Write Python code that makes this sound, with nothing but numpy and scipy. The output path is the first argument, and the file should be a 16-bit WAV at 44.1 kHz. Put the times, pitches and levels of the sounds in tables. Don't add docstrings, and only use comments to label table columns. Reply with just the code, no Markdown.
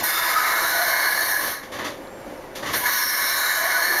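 import sys
import numpy as np
from scipy import signal
from scipy.fft import rfft, irfft
from scipy.io import wavfile
from scipy.ndimage import uniform_filter1d

SR = 44100
rng = np.random.default_rng(int(sys.argv[2]) if len(sys.argv) > 2 else 0)


def log_audio(samples):
    frames = np.atleast_2d(samples).T
    limited = np.clip(frames, -1, 1)
    pcm = np.round(limited * 32767).astype(np.int16)
    wavfile.write(sys.argv[1], SR, pcm)


N = 176400
TIME, FREQ = np.arange(N) / SR, np.fft.rfftfreq(N, 1 / SR)

# (frequency [Hz], relative level [dB])
RUMBLE_SPECTRUM = [(12, -34), (20, -9.5), (90, -14), (157, -13), (372, -4), (453, -11), (535, -1),
                   (650, -9), (883, -11), (1300, -16.5), (1800, -17.5), (2500, -24.5), (3760, -32),
                   (6210, -33), (7540, -40), (8200, -46), (9420, -33), (10500, -39.5), (11800, -32.5),
                   (15600, -49)]
# (start [s], hold [s], level [dB], treble lift [dB])
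PUFF_EVENTS = [(-.005, 0.042, -27.5, -20), (1.403, 0.089, -29, 0), (1.624, 0.014, -38, 2),
               (1.715, 0.06, -32.5, -5), (1.782, 0.03, -26, -12), (1.838, 0.033, -25, -4.5),
               (2.549, 0.027, -34, 7), (2.621, 0.046, -28.5, -8), (2.654, 0.097, -25.5, -3.5),
               (2.728, 0.016, -20.5, 1), (2.792, 0.093, -28, 1)]
# (frequency [Hz], relative level [dB])
PUFF_SPECTRUM = [(15, -48), (25, -26), (129, -5.5), (169, -17), (282, -3), (400, -6), (496, -5),
                 (632, -1.5), (704, -10.5), (1110, -1.5), (1420, -8), (1880, -1.5), (2430, -12),
                 (3350, -8.5), (5300, -15), (6070, -12.5), (7130, -18.5), (7940, -28.5), (11000, -17.5),
                 (14000, -24), (15600, -38)]
# (frequency [Hz], width [Hz], lift [dB])
PIPE_RESONANCES = [(325, 58, 9.5), (673, 69, 5), (982, 32, 13), (1041, 42, 10), (1105, 13.3, 16),
                   (1219, 114, 6), (1486.5, 47, 10), (1553, 75, 10), (1687.4, 81, 15.5), (1767.5, 40, 15.5),
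                   (1889, 41, 13), (1992, 85, 4.5), (2154, 46, 9), (3000, 220, 5), (3872, 79, 12.5),
                   (4164, 134, 9), (4322, 52, 15.5), (6325, 92, 9), (6430, 17, 12.5), (6540, 75, 13),
                   (12470, 74, -3), (12540, 64, 1), (14390, 80, 5)]
# (frequency [Hz], relative level [dB])
JET_SPECTRUM = [(100, -20.5), (250, -23), (500, -8.5), (900, -2), (1700, -1), (2320, -0.5), (2440, -15),
                (3400, -10.5), (4400, -6), (4800, -12), (5600, -1.4), (6550, -11), (6750, -17), (7400, -15),
                (7900, -31.5), (8500, -13.5), (9500, -9), (12300, -1.5), (14500, -11), (15600, -20.2)]
JET_BAND_EDGES = [0, 900, 2450, 7900, 20000]
# (time [s], bass [dB], body [dB], upper mids [dB], treble [dB])
VENT_LEVELS = [
    [(0, -45, -32, -38, -37), (.028, -30, -42, -42, -40), (.038, -35.5, -24, -30.5, -21),
     (.13, -37.5, -24.5, -33, -27), (.45, -31.5, -19.5, -31, -28.5), (.73, -34.5, -24, -29.5, -27.5),
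     (1.03, -33, -20.5, -30, -27.5), (1.28, -35, -26.5, -31, -27.5), (1.456, -36, -28.5, -34, -30),
     (1.52, -40, -32.5, -37, -32), (1.592, -67, -39, -46.5, -49.5), (1.7, -69, -55, -76, -69)],
    [(2.69, -62, -47, -55, -64), (2.728, -55, -42, -46, -41), (2.742, -35, -23, -30, -26.5),
     (2.775, -37, -27, -32, -26), (2.825, -43, -33, -41, -31), (2.868, -34, -17.5, -27.5, -26),
     (2.93, -41, -24, -27, -27.5), (3.09, -47, -26.5, -32, -27.5), (3.2, -39, -25, -31, -27),
     (3.7, -36, -22, -29.5, -29), (4.0, -32.5, -22.5, -30, -26.5)],
]
# (middle [s], half length [s], frequency [Hz], glide [Hz/s], width [Hz], relative level [dB])
FLOW_SWELLS = [(0.2, 0.22, 3590, 153.5, 160, -33), (0.273, 0.45, 2700, 4, 330, -41),
               (0.195, 0.074, 1320, 0, 110, -27.5), (0.254, 0.38, 4950, -300, 430, -35),
               (0.302, 0.77, 7130, 447, 480, -41.5), (0.403, 0.14, 1275, -200, 90, -22.5),
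               (0.557, 0.19, 1330, 502, 119, -27.5), (0.68, 0.71, 4000, 798.5, 520, -34.5),
               (1.1, 0.37, 4440, -8, 280, -36), (0.79, 0.084, 1472, 0, 50, -26),
               (0.87, 0.16, 687, 0, 49.6, -29), (1.109, 0.35, 1696, 551.5, 173, -25),
               (1.22, 0.42, 10060, 6, 90, -40), (1.27, 0.31, 10780, -3, 260, -40.5),
               (1.36, 0.075, 1686, 0, 50, -25.5), (2.378, 0.022, 5400, -9000, 170, -63),
               (2.758, 0.13, 157, 4, 150, -44.5), (2.853, 0.076, 982, 0, 50, -33.5),
               (2.938, .11, 12800, 0, 2300, -27), (3.06, 0.19, 5520, -700, 380, -29),
               (3.21, 0.21, 2157, 3, 29.6, -36), (3.288, 0.12, 5470, -700, 380, -30.5),
               (3.429, 0.28, 4000, 509, 400, -31), (3.45, 0.08, 1470, 0, 90, -25),
               (3.48, 0.21, 7170, 12, 400, -39), (3.696, 0.17, 682, 0, 80, -32),
               (3.762, 0.07, 1494, 0, 50, -22.5), (3.862, 0.15, 4360, 400, 250, -31.5),
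               (3.919, 0.078, 385, 0, 69.5, -34.5), (3.92, 0.14, 1750, 150, 120, -22.5)]
# (start [s], length [s], pitch [Hz], level [dB])
HOOT_EVENTS = [(0.357, 0.025, 1262, -10.5), (0.394, 0.056, 1257, -17.5)]
# (time [s], pitch [Hz], level [dB])
WHISTLE_PATH = [(1.9, 7370, -72), (2.15, 7500, -57), (2.3, 7500, -66), (2.55, 7350, -75)]


def amp(db):
    return 10 ** (np.asarray(db) / 20)


def unit(x):
    return x / np.sqrt(np.mean(x ** 2) + 1e-20)


def spectrum(points):
    hz, db = np.transpose(points)
    return amp(np.interp(np.log(FREQ + 1), np.log(hz + 1), db))


def bell(axis, middle, width):
    return .5 ** ((2 * (axis - middle) / width) ** 2)


def noise(gain):
    return unit(irfft(rfft(rng.standard_normal(N)) * gain, N))


def wander(rate_hz):
    return noise(bell(FREQ, 0, 2 * rate_hz))


def wall_colour(ripple_db=4.5, ripple_hz=18, from_hz=2700, to_hz=19000):
    size = int(ripple_hz * N / SR)
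    comb = unit(uniform_filter1d(uniform_filter1d(rng.standard_normal(len(FREQ)), size), size))
    treble = FREQ ** 2 / (FREQ ** 2 + from_hz ** 2) / (1 + (FREQ / to_hz) ** 2)
    return amp(ripple_db * comb * treble)


def cab_rumble(walls, level_db=-38.5, unsteady_db=1.4):
    return amp(level_db + unsteady_db * wander(7.9)) * noise(walls * spectrum(RUMBLE_SPECTRUM))


def air_puffs(walls, rise_s=.0095, t60_s=.29, lift_hz=2500, low_cut_hz=56):
    low_cut = FREQ ** 4 / (FREQ ** 4 + low_cut_hz ** 4)
    treble = FREQ ** 2 / (FREQ ** 2 + lift_hz ** 2)
    shape = walls * spectrum(PUFF_SPECTRUM) * low_cut
    out = np.zeros(N)
    for start, hold, db, lift_db in PUFF_EVENTS:
        t = TIME - start
        envelope = np.clip(t / rise_s, 0, 1) * amp(db - 60 * np.maximum(t - hold, 0) / t60_s)
        out += envelope * noise(shape * amp(lift_db * treble))
    return out


def valve_hiss(walls, gain_db=4.5, flutter_db=.67, sputter_db=.25):
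    pipe = walls * amp(sum(db * bell(FREQ, hz, width) for hz, width, db in PIPE_RESONANCES))
    jet = pipe * spectrum(JET_SPECTRUM)
    bands = [noise(jet * (FREQ >= lo) * (FREQ < hi)) for lo, hi in zip(JET_BAND_EDGES, JET_BAND_EDGES[1:])]
    hiss = np.zeros(N)
    for vent in VENT_LEVELS:
        times, *levels = np.transpose(vent)
        is_open = (TIME > times[0] - .05) * (TIME < times[-1] + .05)
        for band, db in zip(bands, levels):
            hiss += band * amp(np.interp(TIME, times, db)) * is_open
    hiss += flow_swells(pipe)
    return hiss * amp(gain_db + flutter_db * wander(rate_hz=25) + sputter_db * wander(rate_hz=249))


def flow_swells(pipe):
    out = np.zeros(N)
    for middle, half_length, hz, glide, width, db in FLOW_SWELLS:
        t = TIME - middle
        envelope = np.cos(np.pi / 2 * np.clip(t / half_length, -1, 1))
        eddies = np.fft.ifft(rfft(rng.standard_normal(N)) * np.sqrt(bell(FREQ, hz, width)), N)
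        slide = np.exp(1j * np.pi * glide * t ** 2)
        rush = envelope * (eddies * slide).real
        piped = unit(irfft(rfft(rush) * np.sqrt(pipe), N))
        out += amp(db) * np.sqrt(np.mean(envelope ** 2)) * piped
    return out


def jet_hoots(edge_s=.006, waver_rad=.5, waver_hz=45):
    out = np.zeros(N)
    for start, length, hz, db in HOOT_EVENTS:
        t = TIME - start
        envelope = amp(db) * np.clip(np.minimum(t, length - t) / edge_s, 0, 1)
        out += envelope * unit(np.sin(2 * np.pi * hz * t + waver_rad * wander(waver_hz)))
    return out


def control_tick(start_s=2.071, hz=4100, width_hz=1200, level_db=-47, t60_s=.04):
    t = TIME - start_s
    envelope = (t > 0) * amp(level_db - 60 * np.maximum(t, 0) / t60_s)
    return envelope * noise(bell(FREQ, hz, width_hz))


def air_whistle(waver_hz=60):
    times, hz, db = np.transpose(WHISTLE_PATH)
    turns = np.cumsum(np.interp(TIME, times, hz)) / SR
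    return np.sin(2 * np.pi * turns + wander(waver_hz)) * amp(np.interp(TIME, times, db))


def scene():
    walls = wall_colour()
    mix = cab_rumble(walls) + air_puffs(walls) + valve_hiss(walls)
    mix += jet_hoots() + control_tick() + air_whistle()
    return np.array([mix, mix])


def record(dry, knee_db=-35, squeeze=.35, recover_db_per_s=47, makeup_db=1, top_hz=15750):
    power_db = 10 * np.log10(abs(uniform_filter1d(dry[0] ** 2, size=1500)) + 1e-12)
    recovery_db = TIME * recover_db_per_s
    held_db = np.maximum.accumulate(power_db + recovery_db) - recovery_db
    over_db = uniform_filter1d(np.maximum(held_db - knee_db, 0), size=800)
    ducked = dry * amp(makeup_db - squeeze * over_db)
    microphone_notch = amp(-8 * bell(FREQ, middle=7970, width=250))
    heard = irfft(rfft(ducked) * microphone_notch, N)
    low_pass = signal.firwin(611, top_hz, window=("kaiser", 9), fs=SR)
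    return signal.oaconvolve(heard, low_pass[None], "same")


dry = scene()
out = record(dry)
log_audio(out)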